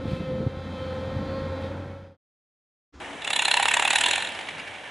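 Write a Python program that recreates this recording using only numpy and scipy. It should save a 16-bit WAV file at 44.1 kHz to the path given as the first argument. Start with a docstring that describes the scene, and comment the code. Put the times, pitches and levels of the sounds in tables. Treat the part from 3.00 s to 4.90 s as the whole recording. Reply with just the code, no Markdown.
"""A fast run of metal slaps rings out some way off: a pickup spins a chained tyre on a snowy night.
Each slap is a quick shower of links that crack on the ice, ring, and knock a hollow clonk from the wheel.
The slaps speed up as the engine climbs. Then the tyre grips and the slack chain clinks and jingles on.
Underneath are the engine's hum, a few soft thuds and the hush of the street."""
import sys
import numpy as np
from scipy import signal
from scipy.fft import rfft, irfft
from scipy.io import wavfile

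SR = 44100
rng = np.random.default_rng(int(sys.argv[2]) if len(sys.argv) > 2 else 0)


def wav_record(signal):
    """Record a signal, one row per channel, as 16-bit PCM in the file named by sys.argv[1]."""
    frames = np.transpose(np.atleast_2d(signal))
    bounded = np.clip(frames, -1, 1)
    # unit amplitude maps onto the largest positive 16-bit level
    quanta = np.round(bounded * 32767).astype(np.int16)
    wavfile.write(sys.argv[1], SR, quanta)


N = 83790

# Chains hitting the road: time_s, level_db, extra_clonk_db, extra_crack_db, clonk_pitch_hz
SLAPS = [(0.221, -28.5, -10, -6, 850), (0.2478, -25, -4.5, 2, 870), (0.276, -20.5, -10, -2, 810),
         (0.3059, -20.5, 0.5, 5, 830), (0.3341, -17.5, -1.5, 1.5, 804), (0.3633, -18, -1, 5, 920),
         (0.3935, -14, 0.5, -2.5, 850), (0.423, -18.5, 2, 2.5, 934), (0.4532, -16.5, -1.5, 4, 800),
         (0.4834, -15.5, 2.5, 1, 843), (0.514, -14, -2, 1, 930), (0.5422, -15, 5, 1.5, 863),
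         (0.5714, -13.5, 2.5, -1, 952), (0.6003, -17.5, 8, 2, 880), (0.6291, -15.5, 3, 3, 950),
         (0.657, -16.5, 0.5, 4.5, 836), (0.6848, -13.5, -1, 4, 919), (0.714, -14.5, -4, -1.5, 974),
         (0.7418, -13, -7, 3.5, 866), (0.7702, -15, 5.5, 1.5, 927), (0.7979, -18.5, 6, 8, 923),
         (0.8252, -15.5, 0, 0.5, 848), (0.8523, -14.5, 4.5, 0.5, 825), (0.879, -16, 1, 2.5, 807),
         (0.907, -14, -2.5, 3, 854), (0.9333, -17.5, 3.5, 6, 800), (0.9593, -10.5, -2, -0.5, 924),
         (0.9861, -17, 0.5, 4.5, 871), (1.012, -17, -8, 6.5, 990), (1.0389, -13.5, -2, -2.5, 920),
         (1.0629, -14, 1.5, 2.5, 970), (1.0869, -19, -19, 4, 920), (1.1114, -16, -9, 4, 835),
         (1.1359, -15, -1.5, -2.5, 850), (1.159, -19, -7, 0, 870), (1.1813, -23, 7, 2.5, 860),
         (1.2056, -25, 2, 0.5, 846), (1.2257, -22, -3, -1, 884), (1.2487, -24, -7, -2, 835),
         (1.2731, -27, -5, -3, 840), (1.292, -30, -12, -1, 834)]
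# Slack chain clinking as the wheel rolls: time_s, level_db, rise_and_fall_s, crunch_db
CLINKS = [(1.3233, -35.5, 0.0015, -4), (1.3513, -37, 0.0022, 0), (1.392, -36, 0.0025, 1.5),
          (1.4131, -34.5, 0.0027, -4), (1.4906, -28, 0.0022, -8), (1.511, -36.5, 0.0031, -9),
          (1.585, -38.5, 0.0028, -2), (1.598, -31.5, 0.0072, -6), (1.678, -33.5, 0.0057, -7),
          (1.756, -34.5, 0.0091, -25)]
# Ringing notes of the chain on the road: pitch_hz, width_hz, level_db
CHAIN_NOTES = [(1460, 185, -1), (1725, 365, 1), (1935, 220, 0.5), (2288, 264, 0), (2620, 490, -1.5),
               (2792, 138, 7.5), (3477, 126, 1.5), (3783, 320, -0.5)]
# Upper edge of that ring, lower for the clinks: time_s, cutoff_hz
RING_TOP = [(1.28, 3880), (1.45, 2893)]
# Notes that linger in the steel links: pitch_hz, level_db
LINK_NOTES = [(1505, -36), (1779, 4), (1904, 2), (2325, -18), (2564, 11.5), (2680, 5), (2771, 6.5),
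              (3380, 4), (3500, 4), (3797, 6.5), (4155, -14.5), (6910, -4), (7644, -34)]
# High zing of the tight chain: pitch_hz, width_hz, level_db
ZING_NOTES = [(3435, 155, -2.5), (3810, 230, -4.5), (4170, 110, 1.5)]
# Strength of the zing within a hit: time_s, level_db
ZING_LEVEL = [(.25, -32), (.33, -8.5), (.42, -12.5), (.454, -5.5), (.484, -15), (.514, -6), (.57, -18),
              (.66, -32), (.92, -20), (1.1, -13.5), (1.3, -18), (1.45, -25)]
# The wheel's own note beside its main clonk: pitch_hz, width_hz, level_db
WHEEL_NOTES = [(812, 45, -10)]
# Dull ring of the slack chain: pitch_hz, width_hz, level_db
SLACK_NOTES = [(2310, 143, 4), (1590, 900, -16), (790, 120, -4)]
# Tone of steel cracking on ice: frequency_hz, level_db
CRACK_TONE = [(100, -23.5), (400, 1), (600, 1.5), (1500, 8.5), (3900, 3), (4600, -1.5), (5400, -3.5),
              (6300, -2.5), (6900, 5.5), (7700, 6), (9000, 0), (10200, 0), (11000, 2.5)]
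# Tone of slack chain crunching into snow: frequency_hz, level_db
CRUNCH_TONE = [(200, -22), (600, 4.5), (2300, 10), (3800, 2), (4700, 0), (5800, -6), (7500, -8.5),
               (11000, -8.5)]
# Tone of the loose links jingling: frequency_hz, level_db
JINGLE_TONE = [(200, -57.5), (550, -1), (870, 3.5), (1200, -9), (1700, 7), (2000, 1), (2330, 4.5),
               (2550, 0.5), (2800, 4), (3400, 0.5), (4100, -11), (4800, -17.5), (6200, -14), (7000, -24.5),
               (11000, -20.5)]
# How the jingle swells and fades: time_s, level_db
JINGLE_LEVEL = [(0, -43), (.2, -43.5), (.3, -38), (.55, -35), (1.1, -31.5), (1.25, -37.5), (1.38, -38.5),
                (1.55, -41), (1.72, -42), (1.9, -42)]
# The engine's speed and loudness: time_s, firing_rate_hz, level_db
ENGINE = [(0, 73.2, -62), (.16, 71.5, -73), (.21, 69.6, -64), (.33, 67.4, -71), (.52, 69.4, -65.5),
          (.8, 73, -62), (1, 76.2, -58.5), (1.12, 81.1, -56.5), (1.27, 93.2, -65), (1.36, 90, -66.5),
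          (1.72, 90.3, -66), (1.9, 100.7, -69)]
# Tones that make up the engine's hum: multiple_of_firing_rate, level_db
ENGINE_TONES = [(1, 3), (2, -20), (3, -3), (4, -21)]
# Low thuds and groans of the truck: peak_s, half_length_s, pitch_hz, width_hz, level_db
THUDS = [(0.01, 0.082, 363, 90, -45.5), (0.124, 0.054, 289, 40.4, -42), (1.557, 0.034, 141.6, 39.5, -48),
         (1.709, 0.012, 93.4, 28, -47)]
# Tone of the street's hush: frequency_hz, level_db
STREET_TONE = [(20, -30), (45, -10), (80, -7), (150, -2), (270, 2), (370, 1), (560, 3), (850, 3.5),
               (1200, 0), (2500, -5), (4700, -21), (8000, -17), (11000, -26)]
# Loudness of that hush: time_s, level_db
STREET_LEVEL = [(0, -40.5), (.3, -42), (1.1, -41), (1.5, -43), (1.9, -46.5)]
# Tone of the echoes: frequency_hz, level_db
ECHO_TONE = [(200, -10), (600, -3), (900, -3), (1700, -5), (3000, -1), (5000, -1.5), (8000, -4.5),
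             (11000, -2.5)]
# Balance of the chains between the ears: frequency_hz, left_minus_right_db
BALANCE = [(60, 0.5), (110, -5), (190, 1), (350, 3.5), (630, -0.5), (1120, -1.5), (2020, -2), (3630, -0.5),
           (6520, -2), (11700, -1.0)]

SLAP_RISE_S, SLAP_FALL_S = 0.0019, 0.003  # how fast a shower of links swells and dies
CHAIN_DB, LINK_DB, CLONK_DB, CRACK_DB, SLACK_DB = -7, -10, -12.5, -9, -3.5  # parts within a hit
LINK_FADE_S, NEAR_FADE_S, FAR_FADE_S = .055, 0.045, 0.94  # time to die away by 60 dB
NEAR_ECHO_DB, FAR_ECHO_DB, ECHO_DELAY_S = -13.5, -12, .005
SIDES = np.array([[1], [-1]])  # left ear, right ear


def chains():
    """The spinning wheel slaps its chains on the road; once it rolls, the slack chain clinks more dully."""
    out = np.zeros(N)
    tilts = 2 * rng.uniform(-0.75, 1, len(SLAPS))  # each crack's brightness, in dB per octave
    for (at, db, clonk_db, crack_db, clonk_hz), tilt in zip(SLAPS, tilts):
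        crack_tone = [(hz, gain + tilt * np.log2(hz / 7000) + 2 * rng.standard_normal())
                      for hz, gain in CRACK_TONE]
        clonk = lambda knock, t: wheel_clonk(knock, t, clonk_hz)
        add_hit(out, at, db, SLAP_RISE_S, SLAP_FALL_S,
                clonk, CLONK_DB + clonk_db, crack_tone, CRACK_DB + crack_db)
    slack = lambda knock, t: ring(knock, SLACK_NOTES)
    for at, db, spread_s, crunch_db in CLINKS:
        add_hit(out, at, db, spread_s, spread_s, slack, SLACK_DB, CRUNCH_TONE, crunch_db)
    return out


def add_hit(out, at, db, rise_s, fall_s, body, body_db, crack_tone, crack_db):
    """Links land, crack on the road, knock a body (the wheel or the slack chain) and ring on."""
    size, lead = 6144, 1024  # samples in the hit, and before its peak
    t = (np.arange(size) - lead) / SR
    landing = link_shower(t, rise_s, fall_s)
    # The body takes its knock just early; the road cracks just after the links land.
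    early, late = t + .0008, t - .0012
    knock = body(link_shower(early, 0.88 * rise_s, 0.88 * fall_s), early)
    crack_s = 0.82 * (rise_s + fall_s) / 2
    crack = colour(link_shower(late, crack_s, crack_s), crack_tone)
    link_width_hz = np.log(1000) / (np.pi * LINK_FADE_S)
    links = ring(landing, [(hz, link_width_hz, gain) for hz, gain in LINK_NOTES])
    top_hz = np.interp(at, *np.array(RING_TOP).T)
    chain = lowpass(ring(landing, CHAIN_NOTES, pitch_spread=.018), top_hz, order=10)
    zing = lowpass(ring(landing, ZING_NOTES), hz=4375, order=16)
    zing_db = np.interp(at, *np.array(ZING_LEVEL).T)
    parts = [(chain, CHAIN_DB), (links, LINK_DB), (zing, zing_db), (knock, body_db), (crack, crack_db)]
    hit = sum(undb(part_db) * unit(part) for part, part_db in parts)
    strength = undb(db) * np.sqrt(.0075 * SR / size)  # as if the hit's energy were packed into 7.5 ms
    start = int((at - .0017) * SR) - lead
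    out[start:start + size] += (strength * hit)[:N - start]


def link_shower(t, rise_s, fall_s, clump_s=.0012):
    """Links land in uneven clumps that swell to a peak near t = 0 and die away."""
    marks = np.arange(t[0], t[0] + len(t) / SR + clump_s, clump_s)
    clumps = undb(1.8 * np.interp(t, marks, rng.standard_normal(len(marks))))
    swell = np.exp(-np.logaddexp(-t / rise_s, t / fall_s))
    return clumps * link_ticks(per_s=6000, scatter_db=2.5, size=len(t)) * swell


def link_ticks(per_s, scatter_db, size):
    """Links touch at random moments, each making one tick of uneven strength."""
    touches = rng.random(size) < per_s / SR
    return touches * rng.choice([-1, 1], size) * undb(scatter_db * rng.standard_normal(size))


def ring(x, notes, pitch_spread=0.0039, scatter_db=2.5):
    """Struck metal rings at its own notes, a little different each time; narrow notes last longer."""
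    out = 0
    for (hz, width, db), (shift, gain) in zip(notes, rng.standard_normal((len(notes), 2))):
        b, a = signal.iirpeak(hz * (1 + pitch_spread * shift), hz / width, fs=SR)
        out = -out + undb(db + scatter_db * gain) * signal.lfilter(b, a, x)  # notes alternate in sign
    return out


def wheel_clonk(knock, t, hz, width_hz=80):
    """The links and one firm push of the tyre draw a hollow clonk from the wheel."""
    push = 1.2 * np.linalg.norm(knock) * signal.unit_impulse(len(t), np.argmin(abs(t)))
    wheel_band = signal.butter(2, (600, 1150), "bandpass", fs=SR, output="sos")
    blow = signal.sosfilt(wheel_band, knock + push)
    return ring(blow, [(hz, width_hz, 0)]) + ring(blow, WHEEL_NOTES)


def jingle(groups=8, ring_s=.003):
    """Loose links tick against each other, each group with its own short ring."""
    links = sum(tail(link_ticks(per_s=3000 / groups, scatter_db=3.5, size=N), np.log(1000) * ring_s)
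                for _ in range(groups))
    return unit(colour(links, JINGLE_TONE)) * undb(curve(JINGLE_LEVEL))


def engine():
    """The exhaust hums a low, slightly uneven note that climbs as the wheel spins up."""
    phase = 2 * np.pi * np.cumsum(curve(ENGINE)) / SR
    note = sum(undb(db) * np.sin(k * phase + rng.uniform(0, 2 * np.pi)) for k, db in ENGINE_TONES)
    flutter = 1 + 0.19 * unit(lowpass(rng.standard_normal(N), hz=13, order=2))
    return np.sqrt(2) * note * flutter * undb(curve(ENGINE, column=2))


def thuds():
    """The truck gives short, low swells of sound, made rough by a wobbling pitch."""
    t, out = np.arange(N) / SR, 0
    for at, half_length_s, hz, width, db in THUDS:
        wobble = unit(lowpass(rng.standard_normal(N), width, order=2))
        tone = np.sin(2 * np.pi * np.cumsum(hz + width / 2 * wobble) / SR)
        out = out + undb(db) * np.exp(-((t - at) / half_length_s) ** 2) * tone
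    return out


def street():
    """The running truck and the town blend into a soft hush."""
    return unit(colour(rng.standard_normal(N), STREET_TONE)) * undb(curve(STREET_LEVEL))


def echoes(x):
    """Sound bounces briefly off the truck and snowbanks, and lingers faintly among the houses."""
    bounced = colour(np.roll(x, int(ECHO_DELAY_S * SR)), ECHO_TONE)
    near = undb(NEAR_ECHO_DB) * tail(bounced, NEAR_FADE_S)
    return near + undb(FAR_ECHO_DB) * tail(bounced, FAR_FADE_S)


def stereo(x, side_db, delay_s=.002):
    """Place a sound a little to the right; nearby echoes differ between the ears."""
    hz, db = np.array(BALANCE).T
    balance_db = np.interp(np.log(np.fft.rfftfreq(N, 1 / SR) + 1), np.log(hz), db)
    placed = irfft(rfft(x) * undb(SIDES * balance_db / 2), N)
    side = tail(np.roll(x, int(delay_s * SR)), fade_s=.016)
    return placed + undb(side_db) * side * SIDES


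def tail(x, fade_s):
    """Smear a sound into many tiny echoes that fall by 60 dB in fade_s."""
    t = np.arange(SR) / SR
    response = rng.standard_normal(SR) * np.exp(-np.log(1000) * t / fade_s)
    return signal.fftconvolve(x, response / np.linalg.norm(response))[:len(x)]


def colour(x, tone, size=2048):
    """Shape a sound's lows and highs to follow a tone table."""
    hz, db = np.array(tone).T
    gains = undb(np.interp(np.log(np.fft.rfftfreq(size, 1 / SR) + 1), np.log(hz), db))
    # Fold the filter so that it rings only after a tick, never before it.
    folded = irfft(np.log(gains))
    folded[1:size // 2] *= 2
    folded[size // 2 + 1:] = 0
    response = irfft(np.exp(rfft(folded)))
    return signal.fftconvolve(x, response / np.linalg.norm(response))[:len(x)]


def lowpass(x, hz, order):
    """Keep what lies below hz; a higher order cuts more steeply."""
    return signal.sosfilt(signal.butter(order, hz, fs=SR, output="sos"), x)


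def curve(table, column=1):
    """Join one column of a table with straight lines over time."""
    rows = np.array(table)
    return np.interp(np.arange(N) / SR, rows[:, 0], rows[:, column])


def undb(db):
    """Turn decibels into a number to multiply by."""
    return 10 ** (np.asarray(db) / 20)


def unit(x):
    """Scale a sound to an average power of 1."""
    return x / np.sqrt(np.mean(x ** 2) + 1e-20)


def scene():
    """Chains, echoes and jingle sit a little to the right; engine, thuds and hush a little to the left."""
    hits = chains()
    bounces = echoes(hits)
    background = (street() + engine() + thuds()) * undb(1.5 * SIDES / 2)
    background += undb(-13) * street() * SIDES  # a second hush makes the street sound wide
    return stereo(hits, side_db=-16.5) + stereo(bounces + jingle(), side_db=-9) + background


def record(dry):
    """Cut away the very highest treble steeply."""
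    return lowpass(dry, hz=10950, order=48)


dry = scene()
out = record(dry)
wav_record(out)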